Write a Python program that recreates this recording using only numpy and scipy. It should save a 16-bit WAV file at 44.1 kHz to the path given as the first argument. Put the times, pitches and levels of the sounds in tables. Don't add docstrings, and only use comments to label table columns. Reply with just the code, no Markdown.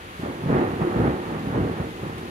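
import sys
import numpy as np
from scipy import signal
from scipy.fft import rfft, irfft, next_fast_len
from scipy.io import wavfile
from scipy.ndimage import uniform_filter1d

SR = 44100
rng = np.random.default_rng(int(sys.argv[2]) if len(sys.argv) > 2 else 0)


def inscribe(sig):
    pcm = np.round(np.clip(np.atleast_2d(sig).T, -1, 1) * 32767)
    wavfile.write(sys.argv[1], SR, pcm.astype(np.int16))


N = 101429
TIME_S = np.arange(N) / SR
FFT_SIZE = next_fast_len(N + SR)
FREQ_HZ = np.maximum(np.arange(FFT_SIZE // 2 + 1) * SR / FFT_SIZE, 1)
SIDES = np.array([[1], [-1]])

# t/s, level/dB
RUMBLE_SWELLS = [(0, -59), (.1, -46.5), (.17, -50), (.2, -38), (.28, -32), (.35, -41), (.42, -36),
                 (.48, -23.5), (.52, -23.5), (.57, -19.5), (.63, -28.5), (.7, -32), (.78, -35.5),
                 (.82, -20), (.87, -40), (.93, -35), (.97, -23), (1.03, -20.5), (1.1, -23.5), (1.18, -40),
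                 (1.3, -33), (1.43, -35), (1.47, -24.5), (1.53, -29.5), (1.59, -19.5), (1.68, -27),
                 (1.76, -36), (1.82, -27.5), (1.88, -37.5), (2.0, -43), (2.05, -30), (2.11, -33),
                 (2.18, -37.5), (2.3, -41.5)]
# f/Hz, level/dB
RUMBLE_SPECTRUM = [(22, -38), (48, -20), (62, 0), (80, -6.5), (102, 1.5), (170, 1.5), (240, -2), (350, -10),
                   (700, -54), (2000, -75)]
# t/s, level/dB
ROAR_SWELLS = [(0, -50.5), (.1, -46.5), (.18, -49), (.23, -30), (.29, -29.5), (.35, -37), (.45, -36.5),
               (.5, -24), (.57, -19.5), (.63, -22.5), (.71, -31), (.78, -31), (.82, -27), (.92, -29.5),
               (1.0, -25), (1.07, -21.5), (1.15, -27.5), (1.25, -37.5), (1.32, -29.5), (1.42, -36.5),
               (1.48, -31), (1.52, -34), (1.56, -23.5), (1.61, -25), (1.68, -25.5), (1.76, -35),
               (1.83, -32), (1.94, -38.5), (2.06, -37), (2.17, -40.5), (2.22, -36), (2.3, -39)]
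# f/Hz, level/dB
ROAR_SPECTRUM = [(110, -25), (220, -2.5), (275, -3), (355, -1.5), (415, -6), (460, -5), (520, -8.5),
                 (700, -18), (2000, -63)]
# t/s, level/dB
CRACKLE_SWELLS = [(0, -79), (.19, -53), (.25, -37.5), (.35, -45), (.46, -44), (.51, -32), (.56, -29.5),
                  (.63, -32), (.7, -37), (.795, -40), (.818, -29.5), (.85, -37), (.94, -35), (1.0, -34.5),
                  (1.07, -31), (1.13, -37), (1.22, -41.5), (1.35, -37.5), (1.44, -43), (1.53, -37),
                  (1.56, -34), (1.64, -39), (1.74, -40), (1.83, -39), (1.92, -54), (2.01, -49),
                  (2.05, -41.5), (2.17, -47.5), (2.3, -49.5)]
# f/Hz, level/dB
CRACKLE_SPECTRUM = [(250, -24), (520, -3), (640, 2), (770, 4), (950, 1.5), (1200, 1), (1500, -4),
                    (1850, -6), (2700, -17), (4500, -37), (9000, -70)]
# t/s, level/dB
STRONG_FRONTS = [(0.193, -25), (0.226, -25.5), (0.436, -19), (0.459, -16), (0.499, -9.5), (0.526, -15),
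                 (0.734, -20.5), (0.810, -22.5), (0.959, -12), (0.996, -12), (1.014, -17.5), (1.074, -14),
                 (1.135, -17), (1.317, -22.5), (1.367, -19.5), (1.453, -21.5), (1.576, -19), (1.799, -16.5),
                 (2.030, -18), (2.093, -24)]
# t/s, f/Hz, level/dB
ROLL_TONES = [(0.847, 368, -26.5), (0.875, 340, -26)]
# f/Hz, level/dB re direct
SIDE_SCATTER = [(30, -18), (70, -31), (160, -25), (330, -25.5), (600, -6.5), (1200, -4.5), (2500, -1)]
# f/Hz, L-R/dB
THUNDER_PAN = [(80, -0.5), (350, -0.6), (470, -2.5), (620, 1), (800, -4), (1800, -3.5), (3000, 2.5)]
# f/Hz, level/dB
HISS_SPECTRUM = [(25, -4), (75, 11), (200, -4), (350, 3.5), (600, -1), (1100, 4), (2000, -0.5),
                 (3300, -5.5), (4300, -11), (5500, -19), (6700, -17), (8100, -24.5), (9300, -19.5),
                 (11700, -19.5), (13800, -28), (15500, -26.5)]
# f/Hz, coherence/1
HISS_COHERENCE = [(100, 1), (500, 1), (1500, 0.61), (2800, 0.31), (5000, 0.066), (12000, .05)]
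# f/Hz, L-R/dB
RAIN_PAN = [(300, 3), (1500, -.5), (3000, 1.7), (6000, 3), (10000, 3), (14000, 1)]
# t/s, level/dB
SPRAY_SWELLS = [(0, 0), (.12, 0.5), (.21, 3.3), (.31, 0.7), (.7, 0.8), (.85, 1.5), (1.0, 1.5), (1.19, 0.5),
                (1.28, 2), (1.37, 0), (1.48, 2.2), (1.55, 0), (1.83, 1.2), (1.93, 1.8), (2.14, 0.8),
                (2.2, 1.8), (2.3, 2.5)]
# t/s, level/dB, L-R/dB
NEAR_DROPS = [(1.393, -43, 6), (1.465, -45, 0), (2.179, -37, 2)]
# f/Hz, level/dB
DROP_SPECTRUM = [(600, -68), (1800, 11), (3000, 5), (5500, -6.5), (11000, -9.5), (15000, -20)]
# f/Hz, width/Hz, level/dB
WALL_MODES = [(99.4, 13.2, -4.5), (166.6, 16, -8), (263.7, 9.6, -8), (353, 37, -7), (458, 15.6, -6),
              (534.4, 8.6, -5.5), (757, 16, -1.5), (884, 21, -8.5), (1844, 42, -9)]


def thunder(rumble_db=-2.54, roar_db=-0.75, crackle_db=2.9, echo_db=-7):
    roll = shock_crowd(RUMBLE_SPECTRUM, RUMBLE_SWELLS, rumble_db, per_s=600, spread_db=2.5)
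    roll += shock_crowd(ROAR_SPECTRUM, ROAR_SWELLS, roar_db, per_s=900, spread_db=3)
    roll += shock_crowd(CRACKLE_SPECTRUM, CRACKLE_SWELLS, crackle_db, per_s=1300, spread_db=2.5)
    scatter = from_db(over_hz(SIDE_SCATTER))
    power_split = np.array([np.ones_like(scatter), scatter]) / np.sqrt(1 + scatter ** 2)
    direct, side = filtered(roll, power_split)
    strong = thuds()
    mid = direct + strong + from_db(echo_db) * echoes(strong) + hollow_tone()
    return stereo(mid, side, THUNDER_PAN)


def shock_crowd(spectrum, swells, gain_db, per_s, spread_db):
    fronts = filtered(impacts(per_s, spread_db), from_db(over_hz(spectrum)))
    return from_db(gain_db + over_time(swells)) * levelled(fronts)


def thuds(length_s=0.00491, band_hz=(105, 486), trim_db=-3):
    pulses = np.zeros(N)
    for onset_s, db in STRONG_FRONTS:
        phase = (TIME_S - onset_s) / (length_s * rng.uniform(0.72, 1.263))
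        pulses += from_db(db + trim_db) * (2 * phase - 1) * ((phase > 0) & (phase < 1))
    rounding = signal.butter(2, band_hz, "band", fs=SR, output="sos")
    return 2 * signal.sosfilt(rounding, pulses + 1e-18)


def echoes(x, t60_s=0.76):
    decay = from_db(-60 * np.minimum(TIME_S / t60_s, 3))
    cloud = rfft(rng.standard_normal(N) * decay, FFT_SIZE)
    return filtered(x, cloud / np.sqrt(uniform_filter1d(np.abs(cloud) ** 2, size=120)))


def hollow_tone(width_s=0.015):
    tone = np.zeros(N)
    for peak_s, hz, db in ROLL_TONES:
        envelope = from_db(db) * np.exp(-((TIME_S - peak_s) / width_s) ** 2)
        tone += envelope * np.sqrt(2) * np.sin(2 * np.pi * (hz * TIME_S + rng.random()))
    return tone


def rain(hiss_db=-40, ticks_db=-55.5, spray_hz=3200):
    mid_side_gain = np.sqrt(1 + SIDES * np.clip(over_hz(HISS_COHERENCE), -1, 1))
    mid, side = filtered(rng.standard_normal((2, N)), from_db(over_hz(HISS_SPECTRUM)) * mid_side_gain)
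    hiss = stereo(mid, side, RAIN_PAN)
    tick_gain = from_db(over_hz(DROP_SPECTRUM) + SIDES * over_hz(RAIN_PAN) / 2)
    ticks = filtered(impacts(per_s=750, spread_db=6), tick_gain)
    shower = from_db(hiss_db) * unit_rms(hiss) + from_db(ticks_db) * unit_rms(ticks)
    spray = filtered(shower, FREQ_HZ ** 4 / (FREQ_HZ ** 4 + spray_hz ** 4))
    return shower + spray * (from_db(over_time(SPRAY_SWELLS)) - 1)


def splashes(rise_s=0.002, t60_s=0.082):
    spatter = unit_rms(filtered(rng.standard_normal((2, N)), from_db(over_hz(DROP_SPECTRUM))))
    envelope = np.zeros((2, N))
    for onset_s, db, pan_db in NEAR_DROPS:
        age_s = TIME_S - onset_s
        attack = np.clip(age_s / rise_s, 0, 1)
        envelope += attack * from_db(db + SIDES * pan_db / 2 - 60 * np.abs(age_s) / t60_s)
    return spatter * envelope


def surroundings(x, direct_gain=0.92):
    ringing = sum(from_db(db) / (1 + 2j * (FREQ_HZ - hz) / width_hz) for hz, width_hz, db in WALL_MODES)
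    return filtered(x, direct_gain + ringing)


def impacts(per_s, spread_db):
    size = from_db(spread_db * np.minimum(rng.exponential(1, (2, N)), 3))
    sign = rng.choice([-1, 1], (2, N))
    return size * sign * (rng.random((2, N)) < per_s / SR)


def stereo(mid, side, pan, left_lag_s=0.00035):
    lag = np.exp(-2j * np.pi * FREQ_HZ * left_lag_s * np.array([[1], [0]]))
    return filtered(mid + SIDES * side, lag * from_db(SIDES * over_hz(pan) / 2))


def levelled(x, window_s=0.027):
    window = int(window_s * SR)
    power = uniform_filter1d(uniform_filter1d(x ** 2, window), window)
    return x / np.sqrt(np.abs(power) + 1e-20)


def filtered(x, gain):
    return irfft(rfft(x, FFT_SIZE) * gain, FFT_SIZE)[..., :N]


def over_time(table):
    return np.interp(TIME_S, *np.transpose(table))


def over_hz(table):
    hz, value = np.transpose(table)
    return np.interp(np.log(FREQ_HZ), np.log(hz), value)


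def from_db(db):
    return 10 ** (np.asarray(db) / 20)


def unit_rms(x):
    return x / np.sqrt(np.mean(x ** 2) + 1e-20)


def scene():
    return surroundings(thunder() + rain() + splashes())


def record(dry, low_cut_hz=33, high_cut_hz=15700):
    high_pass = signal.butter(2, low_cut_hz, "high", fs=SR, output="sos")
    return filtered(signal.sosfilt(high_pass, dry), 1 / np.sqrt(1 + (FREQ_HZ / high_cut_hz) ** 400))


dry = scene()
out = record(dry)
inscribe(out)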